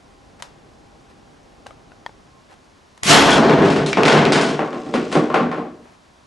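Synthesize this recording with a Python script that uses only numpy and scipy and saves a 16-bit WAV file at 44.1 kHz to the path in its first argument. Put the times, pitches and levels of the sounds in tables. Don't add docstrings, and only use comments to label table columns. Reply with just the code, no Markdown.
import sys
import numpy as np
from scipy import signal
from scipy.fft import rfft, irfft, next_fast_len
from scipy.io import wavfile
from scipy.ndimage import uniform_filter1d, minimum_filter1d, map_coordinates

SR = 44100
rng = np.random.default_rng(int(sys.argv[2]) if len(sys.argv) > 2 else 0)


def waveform_to_disk(signal):
    frames = np.transpose(np.atleast_2d(signal))
    scaled = np.clip(frames, -1, 1) * 32767
    samples = np.round(scaled).astype(np.int16)
    wavfile.write(sys.argv[1], SR, samples)


N = 276319

SHOT_S = 3.0338

# (time [s], level [dB])
RUMBLE_SPECTRUM = [(12, -27.5), (20, -3.5), (43, 1), (174, -5), (260, -4), (300, -5.5), (759, -11.5),
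                   (823, -11.5), (1090, -27.5), (2500, -31), (3250, -65.5), (5500, -120)]
RUMBLE_LEVEL = [(0.0, -54), (0.46, -52), (1.73, -51.5), (2.03, -51.5), (2.28, -55), (2.98, -57.5)]
# (frequency [Hz], density [dB per Hz])
HISS_SPECTRUM = [(350, -50), (600, -7), (800, -9.5), (1080, -5), (1220, -10.5), (1350, -10.5), (2120, -16),
                 (5540, -22), (11900, -33), (15400, -82), (22000, -120)]
# (frequency [Hz], start [s], end [s], rms level [dB])
WHINES = [(798, 0.046, 2.21, -64), (1064, 2.24, 2.46, -60.5)]
# (start [s], length [s], level [dB])
RUSTLES = [(0.388, 0.031, -42), (1.08, .05, -54), (2.486, 0.072, -47), (5.803, 0.19, -52.5)]
# (frequency [Hz], density [dB per Hz])
RUSTLE_SPECTRUM = [(200, -6), (700, 5.5), (1900, -3), (4000, -14.5), (11000, -23)]
# (time [s], level [dB], snap brightness [dB], pitch [ratio])
CLICKS = [(0.4233, -29, 11.5, 0.98), (1.663, -33, -19, 0.58), (1.6669, -30, -0.5, 0.82),
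          (1.7081, -33.5, -22, 0.64), (1.919, -40, -24, 0.77), (2.0631, -20, -25, 0.96),
          (2.094, -35.5, -27, 0.445), (2.977, -47, 12, 0.98)]
# (frequency [Hz], mean level [dB], decay t60 [s])
PLASTIC_MODES = [(670, -16, 0.013), (1006, 4.5, 0.021), (1420, 1, 0.0042), (1908, 2.5, 0.023),
                 (3390, -4.5, 0.014), (4730, -15, 0.024)]
# (frequency [Hz], density [dB per Hz])
SCRAPE_SPECTRUM = [(300, 5), (1000, -3), (2500, 3.5), (5000, -1.5), (8000, -7.5), (11000, -21)]
# (time [s], centre [Hz], level [dB], decay t60 [s])
RATTLES = [(3.159, 3160, 0, 0.4), (3.315, 3270, -8.5, .25), (3.425, 4210, -24, 0.42),
           (3.862, 4050, -29.5, 0.18), (3.929, 2300, -24, .16), (4.322, 4740, -27.5, 0.23)]
# (time [s], level [dB])
CLACKS = [(3.333, -8), (3.9309, -11.5), (4.0337, -8), (4.0542, -23), (4.082, -10.5), (4.128, -13),
          (4.253, -11.5)]
# (frequency [Hz], density [dB per Hz])
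DOLL_SPECTRUM = [(400, -17), (1300, -5), (1800, 0), (2650, 3), (3300, -6), (5500, -10.5), (12000, -41)]
# (time [s], strength [dB], hardness [0-1], thud [dB])
SLAPS = [(4.592, -6, 0.22, -5), (4.729, -16.5, 0.29, 0.5), (4.864, -24.5, 0.27, 11.5),
         (4.939, -10.5, 0.62, 6.5), (5.117, -19.5, 0.77, 3), (5.126, -13.5, 0.89, 2.5),
         (5.153, -4.5, 0.28, 3.5), (5.301, -10.5, 0.22, -4), (5.342, -1, 0.35, -4),
         (5.407, -17, 0.08, 10.5), (5.515, -11, 0.29, -8), (5.574, -18, 0.24, 4)]
# (frequency [Hz], gain [dB])
PLYWOOD_SPECTRUM = [(45, -4.5), (95, -4), (170, 13.5), (245, 17.5), (500, 13), (1000, 9.5), (2450, 7),
                    (6600, -2), (10000, -0.5), (12000, -27)]
# (frequency [Hz], width [Hz], level [dB])
BOARD_MODES = [(160.6, 21, 1), (243.2, 9.4, 5.1), (304.6, 9.1, 3.8), (347, 11, 5.8), (377.5, 11, 1.6),
               (456.4, 29, 7.4), (530.5, 12, 2.6), (604, 31, 4.2), (755, 45, 6.7), (1062, 25, 9.8),
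               (1128, 20, 4.9), (1180, 12, -5), (1354, 20, 1.5), (1445, 10, 1.5)]
# (time [s], strength [dB], hardness [0-1], thud [dB])
BLOWS = [(3.256, 0, 0.7, -7), (3.305, 7, 0.83, -4.5), (3.385, 14.5, 0.08, -7.5), (3.495, 6.5, 0.29, 0),
         (3.581, 0, 0.21, 1.5), (3.621, -3, 0.25, -6), (3.65, -12.5, 0.59, 4.5), (3.701, -10.5, 0.59, 5),
         (3.761, -10.5, 0.52, 4.5), (3.862, -16.5, 1, 2), (3.971, 0.5, 0.24, -1.5),
         (4.033, -10.5, 0.35, 1.5), (4.053, -2, .56, -0.5), (4.08, -4, 0.64, -2.5), (4.098, 2.5, 0.46, -7),
         (4.127, -1, 0.42, 0.5), (4.177, -2.5, 0.35, 0), (4.252, -8, 0.43, 5), (4.321, -6.5, 0.76, 1),
         (4.357, -4, 0.54, -3.5), (4.412, -12, 0.85, 2), (4.489, -15.5, 0.66, 7)]
# (frequency [Hz], gain [dB])
TUMBLE_SPECTRUM = [(45, -6.5), (95, -2), (170, 14.5), (245, 17.5), (870, 11.5), (2450, 7.5), (6600, 2.5),
                   (10000, 2.5), (12000, -32)]
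# (frequency [Hz], width [Hz], level [dB])
DOOR_MODES = [(107.6, 10, -1.5), (150.3, 7.7, 9), (220, 8, -3.5), (282.5, 6, 3), (399.7, 26, 3),
              (447.5, 19, 0), (661, 9.8, 4), (696, 26, -3.5), (867, 19, -7), (1057, 26, -6), (1473, 27, -1),
              (3200, 190, -13), (5260, 130, -10)]
# (frequency [Hz], relative level [dB])
STEEL_MODES = [(2828, 1), (2895, 4.5), (3016, -3), (3091, -2.5), (3212, -0.5), (3612, 0.5), (5123, -4),
               (5286, -5)]
# (frequency [Hz], density [dB per Hz])
CRACK_SPECTRUM = [(40, -10), (200, 1.5), (800, 2), (1600, 4.5), (3200, 5.5), (5500, 0.5), (8000, 0),
                  (11000, -5.5)]
# (frequency [Hz], density [dB per Hz])
BOOM_SPECTRUM = [(30, -22.5), (60, -14.5), (95, -21), (150, -10), (230, 1), (450, -6), (900, 0),
                 (1800, -5.5), (3200, -11.5), (5500, -17), (8000, -19), (11000, -14)]
# (frequency [Hz], decay t60 [s])
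GARAGE_DECAY = [(60, 1), (150, 0.61), (300, 0.68), (1000, 0.51), (3000, 0.45), (6000, 0.41), (11000, 0.26)]
# (frequency [Hz], likeness [0-1])
ECHO_ALIKE = [(30, 0.74), (60, 1), (130, 1), (270, 0.99), (570, 0.93), (1200, 0.85), (2500, 0.81),
              (5400, 1), (11000, 1)]
NEAR_ALIKE = [(60, 0.82), (140, 0.72), (350, 0.35), (830, 0.075), (1990, 0.28), (4760, 0.98), (11400, 1)]
SHARP_ALIKE = [(60, 0.74), (200, 0.32), (1000, 0.45), (2500, 0.68), (6000, 1), (11000, 0.88)]
# (frequency [Hz], left minus right [dB])
LEFT_BALANCE = [(100, -1), (400, .5), (1100, 2), (2000, 2), (4000, 0), (10000, -0.5)]


def amp(db):
    return 10 ** (np.asarray(db) / 20)


def unit(x):
    return x / np.sqrt(np.mean(x ** 2) + 1e-20)


def along(points, hz):
    f, v = np.transpose(points)
    return np.interp(np.log(hz + 1), np.log(f + 1), v)


def fade(t, t60):
    return np.exp(-np.log(1000) * t / t60)


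def add(track, s, sound):
    part = track[:, round(s * SR):][:, :sound.shape[-1]]
    part += sound[..., :part.shape[-1]]


def filtered(x, response):
    n = x.shape[-1]
    padded = next_fast_len(n + SR // 2)
    spectrum = rfft(x, padded) * response(np.fft.rfftfreq(padded, 1 / SR))
    return irfft(spectrum, padded)[..., :n]


def shaped(x, spectrum):
    size = 4096
    cepstrum = irfft(np.log(amp(along(spectrum, np.fft.rfftfreq(size, 1 / SR)))))
    cepstrum[1:size // 2] *= 2
    cepstrum[size // 2 + 1:] = 0
    impulse = irfft(np.exp(rfft(cepstrum)))
    return signal.fftconvolve(x, impulse[None], axes=1)[:, :x.shape[1]]


def ringing(x, modes):
    def panel(f):
        return 1 + sum(amp(db) * 1j * f * w / (c * c - f * f + 1j * f * w) for c, w, db in modes)
    return filtered(x, panel)


def wobble(rate):
    knots = rng.standard_normal(int(N * rate / SR) + 4)
    return map_coordinates(knots, [np.arange(N) * rate / SR])


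def air(size, alike=ECHO_ALIKE):
    def mid_side(hz):
        turn = np.arccos(np.clip(along(alike, hz), 0, 1)) / 2
        return np.array([np.cos(turn), np.sin(turn)])
    mid, side = filtered(rng.standard_normal((2, size)), mid_side)
    return np.array([mid + side, mid - side])


def coloured(spectrum, size, alike=ECHO_ALIKE):
    return unit(filtered(air(size, alike), lambda hz: amp(along(spectrum, hz))))


def reverberate(noise, stretch=1):
    hz, t, z = signal.stft(noise, SR, nperseg=512)
    decay = amp(-60 * t / (stretch * along(GARAGE_DECAY, hz)[:, None]))
    return signal.istft(z * decay, SR, nperseg=512)[1][:, :noise.shape[-1]]


def background(rumble_db=3.0, hiss_db=-56, unsteady_db=0.5, swell_s=0.066):
    t = np.arange(N) / SR
    level_db = np.interp(t, *np.transpose(RUMBLE_LEVEL)) + rumble_db
    level_db = level_db + unsteady_db * wobble(rate=9.1)
    rumble = amp(level_db) * coloured(RUMBLE_SPECTRUM, size=N, alike=NEAR_ALIKE)
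    hiss = amp(hiss_db) * coloured(HISS_SPECTRUM, size=N, alike=NEAR_ALIKE)
    whine = np.zeros(N)
    for hz, on, off, db in WHINES:
        gate = np.clip(np.minimum(t - on, off - t) / swell_s, 0, 1)
        whine += np.sqrt(2) * amp(db) * gate * np.sin(2 * np.pi * hz * t)
    return rumble + hiss + whine


def rustles(grain_db=3):
    envelope = np.zeros((2, N))
    for s, length, db in RUSTLES:
        swell = np.sin(np.linspace(0, np.pi, round(length * SR)))
        add(envelope, s, amp(db) * swell)
    grain = amp(grain_db * wobble(rate=380))
    return envelope * unit(coloured(RUSTLE_SPECTRUM, size=N, alike=NEAR_ALIKE) * grain)


def clicks(ring_db=-3, snap_db=-5, snap_t60=0.014, room_db=-16, room_follows=.6,
           echo_s=.0056, echo_db=-16, left_db=1):
    out, t = np.zeros((2, N)), np.arange(SR // 2) / SR
    snap_spectrum = [(300, -10), (2000, 0.5), (8000, -5), (12000, -13.5)]
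    room_spectrum = [(150, -12.5), (900, 4.0), (2000, -6.5), (4000, -9.0), (11000, -17.0)]
    for s, db, bright_db, pitch in CLICKS:
        ring = np.zeros(len(t))
        for hz, level, t60 in PLASTIC_MODES:
            ring += amp(level + rng.normal()) * np.sin(2 * np.pi * hz * pitch * t) * fade(t, t60)
        snap = coloured(snap_spectrum, size=len(t), alike=NEAR_ALIKE) * fade(t, snap_t60)
        room = reverberate(coloured(room_spectrum, size=len(t), alike=NEAR_ALIKE), stretch=0.62)
        direct = amp(ring_db) * ring + amp(bright_db + snap_db) * snap
        add(out, s, amp(db) * (direct + amp(room_db + room_follows * bright_db) * room))
        add(out, s + echo_s, amp(db + echo_db) * direct)
    thin = shaped(out, [(100, -3), (300, -11), (600, -1.5)])
    return amp([[left_db], [-left_db]]) * thin


def slide(start_s=4.6, drop_s=5.12, level_db=-44, swell_db_per_s=16, release_db_per_s=45,
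          attack_s=0.064, grit_db=4):
    t = np.arange(N) / SR
    effort_db = np.minimum(swell_db_per_s * (t - drop_s), release_db_per_s * (drop_s - t))
    grit = unit(coloured(SCRAPE_SPECTRUM, size=N) * amp(grit_db * wobble(rate=350)))
    attack = np.clip((t - start_s) / attack_s, 0, 1)
    return attack * amp(level_db + effort_db) * grit


def rattles(spread=.06):
    out, t = np.zeros((2, N)), np.arange(SR) / SR
    for s, hz, db, t60 in RATTLES:
        modes = hz * (1 + spread * rng.standard_normal((12, 1)))
        ring = np.sin(2 * np.pi * (modes * t + rng.random(modes.shape))).sum(axis=0)
        add(out, s, amp(db) * unit(ring) * fade(t, t60))
    return out


def clacks(clack_db=0, t60=0.011, room_db=-17):
    out, t = np.zeros((2, N)), np.arange(SR // 2) / SR
    for s, db in CLACKS:
        burst = coloured(DOLL_SPECTRUM, size=len(t), alike=SHARP_ALIKE) * fade(t, t60)
        room = reverberate(coloured(DOLL_SPECTRUM, size=len(t)))
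        add(out, s, amp(db + clack_db) * (burst + amp(room_db) * room))
    return out


def blow_tone(hardness, thud_db, soft_hz=800, hard_octaves=3.92, thud_hz=465):
    corner_hz = soft_hz * 2 ** (hard_octaves * hardness)
    hz = np.geomspace(50, SR / 2, 24)
    bass_db = thud_db / (1 + (hz / thud_hz) ** 4)
    treble_loss_db = 20 * np.log10(1 + (hz / corner_hz) ** 2)
    return list(zip(hz, bass_db - treble_loss_db))


def strikes(rows, spectrum, direct_db, contact_t60, gather_s, rebound_db, rebound_s, flutter_db,
            edge_hz=500, first_share=0.77):
    out, t = np.zeros((2, N)), np.arange(SR) / SR
    build = 1 - (1 - first_share) * np.exp(-t / gather_s)
    highpass = signal.butter(1, edge_hz, "high", fs=SR)
    for s, db, hardness, thud_db in rows:
        contact = signal.lfilter(*highpass, air(size=len(t)) * fade(t, contact_t60))
        clumps = unit(uniform_filter1d(rng.standard_normal(len(t)), size=130))
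        echoes = amp(flutter_db * clumps)
        blow = amp(direct_db) * contact + build * echoes * reverberate(air(size=len(t)))
        rebound = amp(rebound_db) * build * reverberate(air(size=len(t)))
        add(blow, rebound_s * np.exp(.2 * rng.normal()), rebound)
        add(out, s, amp(db) * shaped(blow, blow_tone(hardness, thud_db)))
    return shaped(out, spectrum)


def slaps(level_db=-14.0):
    blows = strikes(SLAPS, PLYWOOD_SPECTRUM, direct_db=6.5, contact_t60=0.025, gather_s=0.0039,
                    rebound_db=-5, rebound_s=.012, flutter_db=1.4)
    return amp(level_db) * ringing(blows, BOARD_MODES)


def tumble(level_db=-12.0):
    blows = strikes(BLOWS, TUMBLE_SPECTRUM, direct_db=3, contact_t60=0.02, gather_s=0.0093,
                    rebound_db=-7.5, rebound_s=.028, flutter_db=1.75)
    return amp(level_db) * ringing(blows, DOOR_MODES)


def steel(ring_db=-6, t60=.6, attack_s=.03):
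    out, t = np.zeros((2, N)), np.arange(SR) / SR
    ring = sum(amp(db) * np.sin(2 * np.pi * (hz * t + rng.random())) for hz, db in STEEL_MODES)
    add(out, SHOT_S, amp(ring_db) * ring * (1 - np.exp(-t / attack_s)) * fade(t, t60))
    return out


def shot(muzzle_db=46, crack_db=25, boom_db=19, swell_s=0.079, push_db=25, push_hz=200, push_t60=.09):
    t = np.arange(2 * SR) / SR
    muzzle = amp(muzzle_db) * coloured(CRACK_SPECTRUM, size=len(t)) * fade(t, t60=0.0022)
    crack = reverberate(coloured(CRACK_SPECTRUM, size=len(t), alike=SHARP_ALIKE), stretch=0.99)
    boom = reverberate(coloured(BOOM_SPECTRUM, size=len(t)), stretch=1.6)
    boom = boom * (1 - np.exp(-(t / swell_s) ** 2))
    push = np.sin(2 * np.pi * push_hz * t) * fade(t, push_t60)
    out = np.zeros((2, N))
    add(out, SHOT_S, muzzle + amp(crack_db) * crack + amp(boom_db) * boom)
    add(out, SHOT_S + 0.00098, muzzle)
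    add(out, SHOT_S + 0.0227, amp(push_db) * push)
    return ringing(out, DOOR_MODES)


def scene():
    crash = tumble() + slaps() + clacks() + rattles() + slide()
    events = rustles() + clicks() + crash + steel() + shot()
    half = np.array([[.5], [-.5]])
    return filtered(events, lambda hz: amp(half * along(LEFT_BALANCE, hz))) + background()


def excess(x, threshold_db, release):
    ramp = release * np.arange(N) / SR
    level = 20 * np.log10(np.abs(x).max(axis=0) + 1e-9)
    held = np.maximum.accumulate(level + ramp) - ramp
    over = np.maximum(held - threshold_db, 0)
    widened = -minimum_filter1d(-over, size=41)
    return uniform_filter1d(widened, size=41)


def record(dry, saturation_db=18, lopsided=0.027, ceiling_db=-2.0, at_once=0.45, top_hz=12200):
    overload_db = excess(dry, threshold_db=24, release=360)
    late_db = np.pad(overload_db, (round(0.0017 * SR), 0))[:N]
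    choke_db = at_once * overload_db + (1 - at_once) * late_db
    drive = amp(saturation_db)
    driven = drive * (np.tanh(dry / drive + lopsided) - np.tanh(lopsided))
    limit_db = excess(driven, threshold_db=ceiling_db, release=88)
    tone = [(8, -30), (25, -6), (120, -0.5), (7000, 2.0), (11500, -1.5)]
    out = shaped(driven * amp(-limit_db - choke_db), tone)
    return filtered(np.clip(out, -1, 1), lambda hz: np.clip((top_hz - hz) / 700, 0, 1) ** 2)


dry = scene()
out = record(dry)
waveform_to_disk(out)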